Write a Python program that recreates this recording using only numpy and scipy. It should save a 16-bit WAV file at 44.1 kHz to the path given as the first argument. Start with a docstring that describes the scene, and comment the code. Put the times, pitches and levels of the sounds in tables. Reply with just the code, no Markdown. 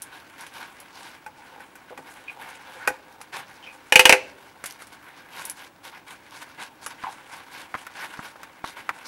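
"""In a narrow rock passage, two cavers work at a bolt, with the microphone close by.
One works an arm back and forth: grains of slipping cloth make the sleeve swish, and carabiners clink.
The other rubs a glove over a helmet lamp, knocks it, then tilts it through six ratchet notches: noise bursts
and decaying modes, loud enough to overload the microphone. Later, gear bumps dully close to the microphone.
Filtered echoes of the rock, the faint rush of the cave and a thin electronic whine lie around it all."""
import sys
import numpy as np
from scipy import signal
from scipy.fft import rfft, irfft, next_fast_len
from scipy.io import wavfile

SR = 44100
rng = np.random.default_rng(int(sys.argv[2]) if len(sys.argv) > 2 else 0)


def store_pcm(level_fs):
    """Save levels as 16-bit WAV."""
    pcm = np.round(np.clip(level_fs, -1, 1) * 32767).astype(np.int16)
    wavfile.write(sys.argv[1], SR, np.atleast_2d(pcm).T)


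N = 399987
TIME = np.arange(N) / SR  # seconds from the start
AGE = TIME[:SR // 2]  # seconds since a contact, up to half a second

# spectrum of cloth hiss, shared by the carabiner gate: (frequency [Hz], level [dB])
HISS_SPECTRUM = [(1500, -11), (2600, -3.5), (3800, 6), (8100, -2.5), (11400, -0.5), (14000, -11),
                 (16000, -19.5)]


def lamp_ratchet():
    """Each notch of the lamp hinge snaps into the helmet shell and rings its modes."""
    # notches of the hinge: (time [s], level [dB], boost of the lower modes [dB])
    notches = [(3.9229, -10, -1), (3.9566, -2.5, -3), (3.994, -3, -3), (4.0543, -3.5, -1.5),
               (4.0942, -3, 1.5), (4.1250, -2.5, 4)]
    # resonances of the helmet shell: (frequency [Hz], level [dB])
    helmet_modes = [(395, -21.5), (468, -19), (513, -12), (832, -14), (893, -14.5), (1590, -10.5),
                    (1868, -10.5), (2024, -8.5), (2190, -12.5), (2470, -1.5), (2560, -3.5), (2657, -3.5),
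                    (2915, -1.5), (3110, -11.5)]
    # spectrum of the snap: (frequency [Hz], level [dB])
    notch_spectrum = [(150, -25), (300, -7), (420, -10), (680, -4.5), (880, -0.5), (1150, -10), (1450, -2),
                      (2550, 0), (3400, -10.5), (6000, -14), (7000, -18), (11000, -16), (16000, -36)]
    out = np.zeros(N)
    for start, db, boost_db in notches:
        # lift the modes up to 2300 Hz against those near 2900 Hz, or the reverse
        tone = [(2300, boost_db), (2900, -boost_db), (4000, 0)]
        snap = blow(notch_spectrum, helmet_modes, tone, crack_t60=0.023,
                    scatter_db=-12.5, scatter_t60=0.13, ring_db=1, ring_t60=0.25)
        add(out, start, from_db(db) * snap)
    return out


def lamp_knocks():
    """A hand knocks lamp and helmet: hollow plastic modes under a short rattle."""
    # knocks: (time [s], level [dB], brightness [dB per octave])
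    knocks = [(1.263, -37.5, -2), (1.604, -42, -1), (1.755, -45.5, 2), (1.976, -37.5, -1.5),
              (2.875, -15.5, -0.5), (2.902, -32.5, -6.5)]
    # resonances of the lamp housing: (frequency [Hz], level [dB])
    lamp_modes = [(519, -16), (824, -7.5), (1520, 0), (1912, -4), (2465, -3)]
    # spectrum of the knock: (frequency [Hz], level [dB])
    knock_spectrum = [(60, -35), (300, -9.5), (1900, -5), (3600, -21.5), (6000, -18.5), (12500, -18.5),
                      (16000, -39)]
    return contacts(knocks, knock_spectrum, lamp_modes, crack_t60=0.019,
                    scatter_db=12, scatter_t60=0.074, ring_db=5.0, ring_t60=0.18)


def helmet_rub(low_db=-9, grip_db=4):
    """The glove drags over the helmet in fits and starts and draws two hollow shell tones from it."""
    # pressure of the glove, as level of the shell tones: (time [s], level [dB])
    grip = [(1.2, -96), (1.52, -47), (1.8, -71.5), (2.6, -47.5), (3.1, -52), (3.7, -55.5), (4.3, -65)]
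    slips = grains(660, spread_db=6.5) * from_db(grip_db * drift(rate=17))
    high_tone = resonate(slips, hz=845, width_hz=81)
    low_tone = resonate(slips, hz=520, width_hz=31)
    pressure = from_db(np.interp(TIME, *np.transpose(grip)))
    return pressure * (high_tone + from_db(low_db) * low_tone)


def glove_rubs(slips_per_s=1500):
    """Stick-slip pulses sound one resonance, swelling fast and fading: a tone if narrow, a scrape if wide."""
    # gloves on gear: (time [s], length [s], level [dB], pitch [Hz], width of each of two passes [Hz])
    rubs = [(1.26, 0.039, -39, 865, 25), (1.378, 0.072, -48, 865, 25), (1.904, 0.048, -40.5, 533, 420),
            (1.983, 0.036, -44, 280, 480), (2.277, 0.045, -34.5, 2450, 332), (2.788, 0.13, -40, 1480, 450),
            (3.626, 0.055, -46.5, 3000, 450), (3.662, 0.085, -44.5, 2450, 250),
            (7.033, 0.047, -34.5, 994, 250), (7.062, 0.06, -33, 880, 250)]
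    out = np.zeros(N)
    slips = grains(slips_per_s, spread_db=4)
    for start, length, db, hz, width_hz in rubs:
        age = AGE[AGE < length]
        excerpt = slips[round(start * SR):][:len(AGE)]
        ringing = resonate(resonate(excerpt, hz, width_hz), hz, width_hz)
        settled = rms_one(ringing[-len(age):])  # the end, once the resonance has built up
        swell = np.sin(np.pi * np.sqrt(age / length))
        add(out, start, from_db(db) * settled * swell)
    return out


def sleeve(crinkle_db=-3):
    """Coated cloth slides on itself: dense fibre slips, with sparser crinkles in the treble."""
    # spectrum of the swish: (frequency [Hz], level [dB])
    swish_spectrum = [(100, -15), (660, -6.5), (900, 3), (1080, 1), (1270, -5.5), (1520, 4.5), (1850, -4.5),
                      (2220, -1.5), (3200, -9), (9000, -44)]
    swish_gain, hiss_gain = arm_motion()
    swish = folding(colour(grains(9000, spread_db=3), swish_spectrum), depth_db=1.6, rate=30)
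    fibres = rng.standard_normal(N)
    crinkles = from_db(crinkle_db) * grains(700, spread_db=5.5)
    hiss = folding(colour(fibres + crinkles, HISS_SPECTRUM), depth_db=3.0, rate=34)
    return swish_gain * swish + hiss_gain * hiss


def arm_motion():
    """Strength of swish and hiss: arm strokes over constant fidgeting, as the cloth catches and lets go."""
    # arm strokes, each sliding the sleeve once:
    # (time [s], length [s], swish level [dB], hiss above the swish [dB])
    strokes = [(0.106, .12, -43, -10), (0.378, 0.12, -45.5, -4), (0.528, 0.17, -41, -6.5),
               (0.917, 0.28, -45.5, -5), (2.051, 0.22, -49.5, -6), (2.387, 0.18, -41, -10.5),
               (2.65, 0.34, -44, -13), (3.317, 0.14, -36, -9.5), (4.659, 0.12, -46.5, -5),
               (4.785, 0.072, -46.5, -5.5), (4.916, 0.049, -45, -7.5), (5.31, 0.26, -41, -5.5),
               (5.554, 0.15, -43.5, -5.5), (5.83, 0.085, -41, -3.5), (5.914, 0.096, -45.5, -11),
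               (6.06, 0.13, -43.5, -5.5), (6.31, 0.14, -46.5, -2.5), (6.408, 0.043, -39, -7.5),
               (6.575, 0.065, -38.5, -13), (6.602, 0.099, -43.5, -4.5), (6.81, 0.059, -48.5, 0.5),
               (6.892, 0.044, -43, -6), (6.978, 0.22, -44.5, -9), (7.301, 0.17, -42.5, -7.5),
               (7.51, 0.17, -40, -9), (7.761, 0.073, -45, -7), (7.942, 0.15, -38.5, -9.5),
               (7.998, 0.079, -38.5, -8.5), (8.241, 0.062, -40.5, -6), (8.632, 0.12, -42.5, -2),
               (8.756, 0.072, -43, -9), (9.039, 0.12, -47, 3)]
    # restlessness of the bodies between strokes, as level of the rustle: (time [s], level [dB])
    restlessness = [(0, -51.5), (1.15, -51.5), (1.35, -57.5), (1.5, -48), (1.8, -55), (2.6, -47.5),
                    (3.2, -56.5), (3.5, -50), (4.4, -53), (5.25, -51.5), (5.75, -62.5), (6.45, -50.5),
                    (6.75, -56), (7.2, -48.5), (7.7, -52.5), (8.15, -43.5), (8.55, -54.5), (9.07, -47)]
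    fidget = from_db(np.interp(TIME, *np.transpose(restlessness)) + 1.5 * drift(rate=16))
    fidget_hiss = from_db(-10) * fidget
    swish, hiss = np.zeros((2, N))
    for start, length, db, hiss_db in strokes:
        speed = stroke(length)
        add(swish, start, from_db(db) * speed)
        add(hiss, start, from_db(db + hiss_db) * speed)
    catching = from_db(1.6 * drift(rate=130))
    return catching * np.hypot(swish, fidget), catching * np.hypot(hiss, fidget_hiss)


def stroke(length, peak_share=0.24):
    """Arm speed: it rises quickly to a peak at this share of the stroke, then coasts to rest."""
    phase = np.interp(AGE[AGE < length] / length, [0, peak_share, 1], [0, np.pi / 2, np.pi])
    return np.sin(phase)


def folding(x, depth_db, rate):
    """Shifting folds favour now one band of the rustle, now another; rms 1."""
    out, edges = 0, np.geomspace(90, 17000, 12)
    for low, high in zip(edges, edges[1:]):
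        bandpass = signal.butter(2, [low, high], "band", fs=SR, output="sos")
        out = out + signal.sosfiltfilt(bandpass, x) * from_db(depth_db * drift(rate))
    return rms_one(out)


def hardware():
    """Small bright clinks, each at a pitch of its own, damped quickly by glove and rope."""
    # carabiners and tool touching: (time [s], level [dB], brightness [dB per octave])
    clinks = [(0.020, -34, 6), (.409, -43, 1), (.466, -44, -1.5), (.802, -44.5, 6), (3.214, -40, -0.5),
              (4.640, -32, -2.5), (4.659, -31.5, 1.5), (4.821, -40.5, -2.5), (4.870, -49, 1),
              (5.452, -32.5, 9), (5.498, -30.5, 3.5), (6.863, -30.5, -1)]
    # resonances of the metal: (frequency [Hz], level [dB])
    metal_modes = [(5200, -19), (8900, -4), (9700, 7.5), (10700, 10.5), (11800, -1)]
    # spectrum of the clink: (frequency [Hz], level [dB])
    clink_spectrum = [(250, -6), (1500, 11), (4000, 2), (5500, 4.5), (10500, 2), (13000, -1), (16000, -21)]
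    return contacts(clinks, clink_spectrum, metal_modes, crack_t60=0.025, scatter_db=-5,
                    scatter_t60=0.1, ring_db=-11.5, ring_t60=0.13, snap=7, detune=0.036)


def gate_ticks(t60=0.0054):
    """A carabiner gate catches with tiny dry ticks: noise that dies in a few ms, with no ring."""
    # ticks of the gate: (time [s], level [dB])
    ticks = [(4.701, -45), (4.709, -39), (4.724, -43), (6.309, -50.5)]
    out = np.zeros(N)
    for start, db in ticks:
        burst = from_db(-60 * AGE / t60) * rng.standard_normal(len(AGE))
        tick = colour(burst, HISS_SPECTRUM)
        add(out, start, from_db(db) * rms_one(tick[AGE < t60]))
    return out


def gear_bumps():
    """Gear bumps near the microphone: short dull clacks with a brief ring."""
    # bumps: (time [s], level [dB], brightness [dB per octave])
    bumps = [(6.867, -34, -0.5), (7.037, -31.5, -1), (7.742, -27, -0.5), (7.751, -30, -1.5),
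             (7.867, -36, 5), (8.192, -32.5, -5), (8.357, -43.5, -5), (8.432, -38, 5), (8.642, -28, -3.5),
             (8.892, -21.5, 1.5), (8.909, -39, -4.5)]
    # resonances of the gear: (frequency [Hz], level [dB])
    gear_modes = [(1020, -3), (1370, 1.5)]
    # spectrum of the bump: (frequency [Hz], level [dB])
    bump_spectrum = [(30, -43), (90, -20), (470, -11.5), (1090, 3), (2050, -2.5), (3300, -22), (16000, -41)]
    return contacts(bumps, bump_spectrum, gear_modes, crack_t60=0.042, scatter_db=-12,
                    scatter_t60=0.056, ring_db=4, ring_t60=0.03, snap=7.6, detune=0.038)


def near_rock(x, echo_db, count=24):
    """Ledges up to about four metres off return a cluster of quick reflections, the later ones weaker."""
    delays = rng.uniform(.002, .022, count)  # seconds, there and back
    echoes = np.zeros(len(AGE))
    echoes[(delays * SR).astype(int)] = rng.choice([-1, 1], count) / np.sqrt(delays)
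    echoes = echoes / np.linalg.norm(echoes)
    gain = from_db(echo_db)
    return (x + gain * signal.fftconvolve(x, echoes)[:N]) / np.hypot(1, gain)


def passage(x):
    """The rock passage answers with a diffuse tail: the lows last longest, the top treble dies first."""
    # decay of the passage: (frequency [Hz], time to fall by 60 dB [s])
    rock_t60 = [(450, 0.81), (900, 0.34), (2600, 0.35), (5800, 0.49), (8000, 0.23)]
    tail, edges = 0, np.geomspace(60, 16000, 17)
    for low, high in zip(edges, edges[1:]):
        bandpass = signal.butter(2, [low, high], "band", fs=SR, output="sos")
        band = signal.sosfilt(bandpass, rng.standard_normal(len(AGE)))
        tail = tail + band * from_db(-60 * AGE / at_hz(rock_t60, np.sqrt(low * high)))
    tail = tail * np.minimum(AGE / 0.0066, 1)  # the tail builds up over 6.6 ms
    return signal.fftconvolve(x, tail / np.linalg.norm(tail))[:N]


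def cave_air(level_db=-55):
    """The faint steady rush of the cave: noise weighted towards the lows."""
    # spectrum of the rush: (frequency [Hz], level [dB])
    cave_spectrum = [(30, -19.5), (70, -6), (230, -4.5), (300, 2), (380, -6), (900, -5), (5000, -25.5),
                     (16000, -29)]
    return from_db(level_db) * rms_one(colour(rng.standard_normal(N), cave_spectrum))


def electronic_whine(hz=15680, level_db=-78):
    """A thin electronic whine: one steady, very high sine."""
    return from_db(level_db) * rms_one(np.sin(2 * np.pi * hz * TIME))


def contacts(rows, spectrum, modes, **decay):
    """Play a table of blows on one body, each with its own level and brightness."""
    out = np.zeros(N)
    for start, db, bright in rows:
        add(out, start, from_db(db) * blow(spectrum, modes, slope(bright), **decay))
    return out


def blow(spectrum, modes, tone, crack_t60, scatter_db, scatter_t60, ring_db, ring_t60, snap=0, detune=0):
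    """A contact snaps, cracks, rattles briefly and rings the body; rms 1 over its first 10 ms."""
    attack = slice(SR // 100)
    fade = from_db(-60 * AGE / crack_t60) + from_db(scatter_db - 60 * AGE / scatter_t60)
    force = fade * rng.standard_normal(len(AGE))
    force[0] += snap
    crack = colour(force, spectrum)
    hz, db = np.transpose(modes)[:, :, None]
    t60 = ring_t60 * (hz[0] / hz) ** 1.07  # higher modes die sooner
    # the point of contact changes from blow to blow: so do mode strengths and, with detune, pitches
    hz = hz * (1 + detune * rng.standard_normal(hz.shape))
    strength = from_db(db + rng.normal(0, 2, db.shape)) * rng.choice([-1, 1], db.shape)
    partials = strength * from_db(-60 * AGE / t60) * np.sin(2 * np.pi * hz * AGE)
    ring = np.sum(partials, axis=0)
    sound = colour(crack / np.std(crack[attack]) + from_db(ring_db) * ring, tone)
    return sound / np.std(sound[attack])


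def grains(per_s, spread_db):
    """Tiny slips of uneven size at random moments; rms 1."""
    sizes = from_db(spread_db * np.minimum(rng.exponential(1, N), 4)) * rng.choice([-1, 1], N)
    return rms_one(sizes * (rng.random(N) < per_s / SR))


def resonate(x, hz, width_hz):
    """Two-pole resonance; rms 1."""
    radius = np.exp(-np.pi * width_hz / SR)
    poles = [1, -2 * radius * np.cos(2 * np.pi * hz / SR), radius * radius]
    return rms_one(signal.lfilter([1, 0, -1], poles, x))


def drift(rate):
    """Slow random wander of rms 1, with this many random turning points a second."""
    knots = rng.standard_normal(4000)
    return rms_one(np.interp(TIME * rate, np.arange(len(knots)), knots))


def colour(x, spectrum):
    """Causal (minimum-phase) filter with the given spectrum."""
    size = 2 * next_fast_len(len(x) // 2 + SR // 20)
    hz = np.arange(size // 2 + 1) * SR / size
    cepstrum = irfft(np.log(from_db(at_hz(spectrum, hz))))
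    # folding the cepstrum onto positive time gives minimum phase
    cepstrum[1:size // 2] *= 2
    cepstrum[size // 2 + 1:] = 0
    return irfft(rfft(x, size) * np.exp(rfft(cepstrum)))[:len(x)]


def slope(db_per_octave):
    """A spectrum that tilts evenly over six octaves."""
    return [(200, 0), (12800, 6 * db_per_octave)]


def at_hz(points, hz):
    """Read a table on a log-frequency axis."""
    f, value = np.transpose(points)
    return np.interp(np.log(hz + 1), np.log(f), value)


def from_db(db):
    """Decibels to gain."""
    return 10 ** (np.asarray(db) / 20)


def rms_one(x):
    """Scale to unit rms."""
    return x / np.sqrt(np.mean(x ** 2) + 1e-20)


def add(track, start_s, sound):
    """Mix a sound in from the given time."""
    start = max(0, round(start_s * SR))
    track[start:start + len(sound)] += sound[:N - start]


def scene(room_db=-22):
    """Handling with ledge echoes and passage tail, cloth with ledge echoes, dry bumps, and the background."""
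    contact_sounds = lamp_ratchet() + lamp_knocks() + glove_rubs() + hardware() + gate_ticks()
    handling = near_rock(contact_sounds, echo_db=-10.0)
    cloth = near_rock(sleeve() + helmet_rub(), echo_db=-11)
    reverberation = from_db(room_db) * passage(handling)
    background = cave_air() + electronic_whine()
    return (handling + reverberation + cloth + gear_bumps() + background)[None]


def record(dry):
    """The microphone overloads: peaks clip at full scale, then a steep low-pass cuts above 16 kHz."""
    clipped = np.clip(dry, -1, 1)
    lowpass = signal.ellip(10, .1, 80, 16000, fs=SR, output="sos")
    return signal.sosfilt(lowpass, clipped)


dry = scene()
out = record(dry)
store_pcm(out)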